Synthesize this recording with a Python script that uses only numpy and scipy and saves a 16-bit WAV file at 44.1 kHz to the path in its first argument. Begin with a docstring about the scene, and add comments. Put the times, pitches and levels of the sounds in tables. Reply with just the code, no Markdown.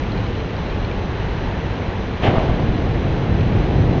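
"""Heavy rain on a city street at night, heard through a small fixed camera: a wash of drops over the rumble
of traffic and rushing water, a few close drips, a thin electrical whine. A storm drain spouts from a manhole:
trapped air spits out spray, the water column whooshes up and thumps, then roars on and swells."""
import sys
import numpy as np
from scipy import signal
from scipy.fft import rfft, irfft
from scipy.io import wavfile
from scipy.ndimage import uniform_filter1d

SR = 44100
rng = np.random.default_rng(int(sys.argv[2]) if len(sys.argv) > 2 else 0)


def inscribe(sig):
    """Save sig as 16-bit PCM at rate SR to the path in sys.argv[1].

    A 1-D sig is mono; a 2-D sig holds one channel per row.
    Samples are clipped to [-1, 1] before scaling.
    """
    pcm = np.round(np.clip(np.atleast_2d(sig).T, -1, 1) * 32767)
    wavfile.write(sys.argv[1], SR, pcm.astype(np.int16))


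N = 176400

# steady street noise (Hz, dB per Hz)
STREET = [(18, -11.5), (33, 0), (52, 1.5), (78, -2), (106, 1), (138, -6), (185, -4.5), (225, -8.5), (340, -10.5), (470, -10.5), (600, -16), (850, -17), (1280, -23.5), (1800, -23.5), (3000, -30.5), (4100, -36.5), (4700, -44), (6400, -49), (7200, -61)]
STREET_DB, SWELL_DB, FLICKER_DB = -22, 0.16, 0.46
RAIN_PER_S, RAIN_SCATTER_DB, RAIN_DB = 900, 2.5, -44
# colour of the patter (Hz, dB per Hz)
RAIN = [(400, -7.5), (900, 2.5), (1900, -6), (3000, -0.5), (4200, -10.5), (5200, -15.5), (7000, -32)]
# close drips on the housing (s, level of the low tick dB, level of the high ping dB)
DRIPS = [(.036, -34, -52), (.119, -42, -38), (.176, -30, -38), (.265, -29, -52), (.402, -30.5, -45), (.566, -33, -39), (.698, -35, -45), (.848, -28, -39), (.913, -28, -52), (3.409, -27, -46)]
# what a drip rings with (Hz, dB, t60 s)
DRIP_MODES = [(2344, -2.5, 0.041), (3060, -2.5, .018), (4160, 1, 0.028), (4260, -1.5, 0.02), (4530, -5.5, .018)]
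PING_ABOVE_HZ = 3500  # fixed
# electrical whine: three close tones that beat (Hz, rms dB)
WHINE = [(4021, -58), (4028, -63.5), (4035, -60.5)]  # fixed
# a higher tone that throbs: pitch Hz, beats per s, time of a crest s, depth 0-1
THROB_HZ, THROB_PER_S, THROB_CREST_S, THROB_DEPTH = 5926, 5.03, .03, .6  # fixed
THROB_DB, WHINE_WANDER_HZ = -65.5, 1.1
# spray as the air breaks out: start s, attack s, hold s, decay time s, level dB
SPRAY_S, SPRAY_ATTACK_S, SPRAY_HOLD_S, SPRAY_DECAY_S, SPRAY_DB = 2.214, 0.026, 0.036, 0.015, -18.5
SPRAY_TAIL_DB, SPRAY_TAIL_S = -8, 0.27
SPRAY = [(180, 5.5), (300, 6), (600, 9), (790, 10), (950, 1.5), (1120, 3.5), (1320, -6), (1550, -1.5), (2100, 1.5), (2450, -6), (3050, -2.5), (3700, -10.5), (4500, -20.5), (6000, -28), (7200, -36.5)]
# whoosh of the rising column
GUSH_S, GUSH_ATTACK_S, GUSH_HOLD_S, GUSH_DECAY_S, GUSH_DB = 2.235, 0.047, 0.084, 0.15, -19.5
GUSH = [(60, -7.5), (130, 0), (220, -4.5), (380, 0.5), (520, -4.5), (640, 0), (790, -4.5), (950, -11.5), (1300, -14.5), (2500, -37)]
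# roar of the spout (s, level dB)
ROAR_LEVEL = [(2.23, -42.5), (2.29, -22), (2.44, -20.5), (2.72, -20.5), (2.9, -23), (3.2, -21), (3.45, -15.5), (3.65, -17), (3.85, -16.5), (4.0, -16)]
ROAR = [(15, -33.5), (33, -4.5), (52, -4), (72, -4.5), (105, -1.5), (150, -3), (210, -9.5), (320, -15), (500, -25), (900, -36.5)]
# water falling back on the road (s, level dB)
SPLASH_LEVEL = [(2.3, -49), (2.55, -33.5), (2.85, -29), (3.05, -27.5), (3.35, -29.5), (3.65, -28), (3.85, -26), (4.0, -23.5)]
SPLASH = [(90, -26), (175, -3.5), (240, -4), (320, 0.5), (480, -5), (620, -7), (800, -6.5), (1200, -24.5), (2500, -25), (5000, -46)]
# thumps of air pockets and slugs of water (s, pressure, half width s)
THUMPS = [(2.235, 0.49, 0.00056), (2.253, -.33, .0007), (2.289, .33, 0.0015), (2.375, 0.57, .0012), (2.3832, 0.96, .00037), (2.497, .46, 0.0018), (2.597, 0.45, 0.00025), (2.693, -0.44, 0.002)]
REBOUND = 0.2  # height of the swing back, as a share of the pulse
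CHURN_DB = 0.5
TOP_HZ = 7100  # fixed
DRIP_SPLAT_DB, DRIP_SPLAT_S, DRIP_ATTACK_S = -9, .005, 0.00044
# hiss of fine droplets, from a drip or after the burst (Hz, dB per Hz)
MIST_S, MIST_ATTACK_S, MIST_HOLD_S, MIST_DECAY_S, MIST_DB = 2.31, 0.053, 0.09, 0.045, -42
DROPLETS = [(1400, -4.5), (2100, 5.5), (3100, -4), (4300, -6.5), (5200, -14.5), (7200, -35)]
# a sheet of rain sweeps over the wet road (Hz, dB per Hz)
SHEET = [(350, -9.5), (520, 3.5), (650, -5), (900, 9), (1200, -8.5), (1600, -0.5), (1900, 0.5), (2300, -14.5), (4000, -20.5)]
SHEET_S, SHEET_ATTACK_S, SHEET_HOLD_S, SHEET_DECAY_S, SHEET_DB = 1.03, 0.21, 0.4, 0.53, -39


def undb(db):
    return 10 ** (np.asarray(db) / 20)


def unit(x):
    return x / np.sqrt(np.mean(x ** 2) + 1e-20)


def clock():
    return np.arange(N) / SR


def walk(rate):
    """Random levels held 1 / rate s and slewed twice; spread near 1."""
    k = max(int(SR / rate), 1)
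    held = rng.standard_normal(4096)[(np.arange(N) // k) % 4096]  # fixed
    return unit(uniform_filter1d(uniform_filter1d(held, k), k))


def colour(x, points):
    """Give x a spectrum of (Hz, dB) points, falling away beyond both ends; rms 1."""
    hz, db = np.array(points, float).T
    f = np.log2(np.maximum(np.fft.rfftfreq(N, 1 / SR), 1))
    outside = np.maximum(np.log2(hz[0]) - f, 0) + np.maximum(f - np.log2(hz[-1]), 0)
    return unit(irfft(rfft(x) * undb(np.interp(f, np.log2(hz), db) - 20 * outside), N))


def turbulence(depth_db, rate):
    """Noise whose octave bands each flicker by themselves."""
    octave = np.log2(np.maximum(np.fft.rfftfreq(N, 1 / SR), 1))
    noise = rfft(rng.standard_normal(N))
    return sum(irfft(noise * np.maximum(1 - abs(octave - k), 0), N) * undb(depth_db * walk(rate)) for k in range(3, 15))


def impacts(per_s, scatter_db):
    """Randomly timed clicks, many small and a few large."""
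    size = undb(scatter_db * np.minimum(rng.exponential(size=N), 5))  # fixed
    return (rng.random(N) < per_s / SR) * size * np.sign(rng.standard_normal(N))


def envelope(start, attack, hold, decay):
    """Straight rise, hold, exponential fall."""
    t = clock() - start
    return np.clip(t / attack, 0, 1) * np.exp(-np.maximum(t - attack - hold, 0) / decay)


def fader(points):
    """Gain along (s, dB) points, silent before the first."""
    s, db = np.array(points).T
    return undb(np.interp(clock(), s, db, left=-np.inf))


def tone(hz, db):
    """A sine whose pitch wanders slightly."""
    return undb(db) * np.sqrt(2) * np.sin(2 * np.pi * np.cumsum(hz + WHINE_WANDER_HZ * walk(8)) / SR)


def street():
    """Distant traffic, running water and far rain merge into one wash."""
    return colour(turbulence(depth_db=FLICKER_DB, rate=12), STREET) * undb(STREET_DB + SWELL_DB * walk(6.5))


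def rain():
    """Dense patter of nearer drops."""
    return colour(impacts(RAIN_PER_S, RAIN_SCATTER_DB), RAIN) * undb(RAIN_DB)


def drips():
    """Single drops splat on the housing, each ringing it a little differently."""
    out, splats, t = np.zeros(N), np.zeros(N), clock()[:SR // 10]
    hz, db, t60 = np.array(DRIP_MODES).T[:, :, None]
    for s, tick_db, ping_db in DRIPS:
        detune = rng.standard_normal((len(hz), 1))
        ring = undb(db + np.where(hz > PING_ABOVE_HZ, ping_db, tick_db) - 60 * t / t60) * np.sin(2 * np.pi * hz * (1 + .012 * detune) * t)  # fixed
        i = int(s * SR)
        out[i:i + len(t)] += (ring.sum(0) * np.minimum(t / DRIP_ATTACK_S, 1))[:N - i]
        splats[i:i + len(t)] += undb(tick_db + DRIP_SPLAT_DB) * np.exp(-t / DRIP_SPLAT_S)[:N - i]
    return out + splats * colour(rng.standard_normal(N), DROPLETS)


def whine():
    """A thin electrical whine shimmers; a fainter, higher one throbs evenly."""
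    throb = 1 + THROB_DEPTH * np.cos(2 * np.pi * THROB_PER_S * (clock() - THROB_CREST_S))
    return sum(tone(hz, db) for hz, db in WHINE) + throb * tone(THROB_HZ, THROB_DB)


def burst():
    """Air spits out a crackling spray that echoes off the buildings; the water column whooshes after it."""
    spray = colour(impacts(per_s=14000, scatter_db=2.5), SPRAY) * envelope(SPRAY_S, SPRAY_ATTACK_S, SPRAY_HOLD_S, SPRAY_DECAY_S)
    echo = colour(rng.standard_normal(N), SPRAY) * envelope(SPRAY_S + SPRAY_ATTACK_S, SPRAY_ATTACK_S, SPRAY_HOLD_S, SPRAY_TAIL_S)
    gush = colour(turbulence(depth_db=CHURN_DB, rate=26), GUSH) * envelope(GUSH_S, GUSH_ATTACK_S, GUSH_HOLD_S, GUSH_DECAY_S)
    return undb(SPRAY_DB) * (spray + undb(SPRAY_TAIL_DB) * echo) + undb(GUSH_DB) * gush


def spout():
    """The churning jet roars low while ever more water crashes back on the road."""
    roar = colour(turbulence(depth_db=CHURN_DB, rate=25), ROAR) * fader(ROAR_LEVEL)
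    splash = colour(impacts(per_s=2500, scatter_db=1.2), SPLASH) * fader(SPLASH_LEVEL)
    return roar + splash


def thumps():
    """Each air pocket or slug of water is one pressure pulse with a rebound."""
    out = np.zeros(N)
    for s, pressure, width in THUMPS:
        u = (clock() - s) / width
        out -= pressure * (1 / (1 + u ** 2) - REBOUND * np.exp(-((u - 5) / 4) ** 2))
    return out


def mist():
    """Fine droplets hiss on briefly after the burst."""
    return colour(impacts(per_s=3600, scatter_db=3.0), DROPLETS) * envelope(MIST_S, MIST_ATTACK_S, MIST_HOLD_S, MIST_DECAY_S) * undb(MIST_DB)


def sheet():
    """A gust throws a sheet of rain across the road."""
    return colour(impacts(per_s=2500, scatter_db=1), SHEET) * envelope(SHEET_S, SHEET_ATTACK_S, SHEET_HOLD_S, SHEET_DECAY_S) * undb(SHEET_DB)


def scene():
    return (street() + rain() + sheet() + drips() + whine() + burst() + mist() + spout() + thumps())[None]


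def record(dry):
    """The camera holds peaks at full scale and passes nothing above its narrow band."""
    return signal.sosfilt(signal.cheby1(12, .1, TOP_HZ, fs=SR, output="sos"), np.clip(dry, -1, 1))  # fixed


dry = scene()
out = record(dry)
inscribe(out)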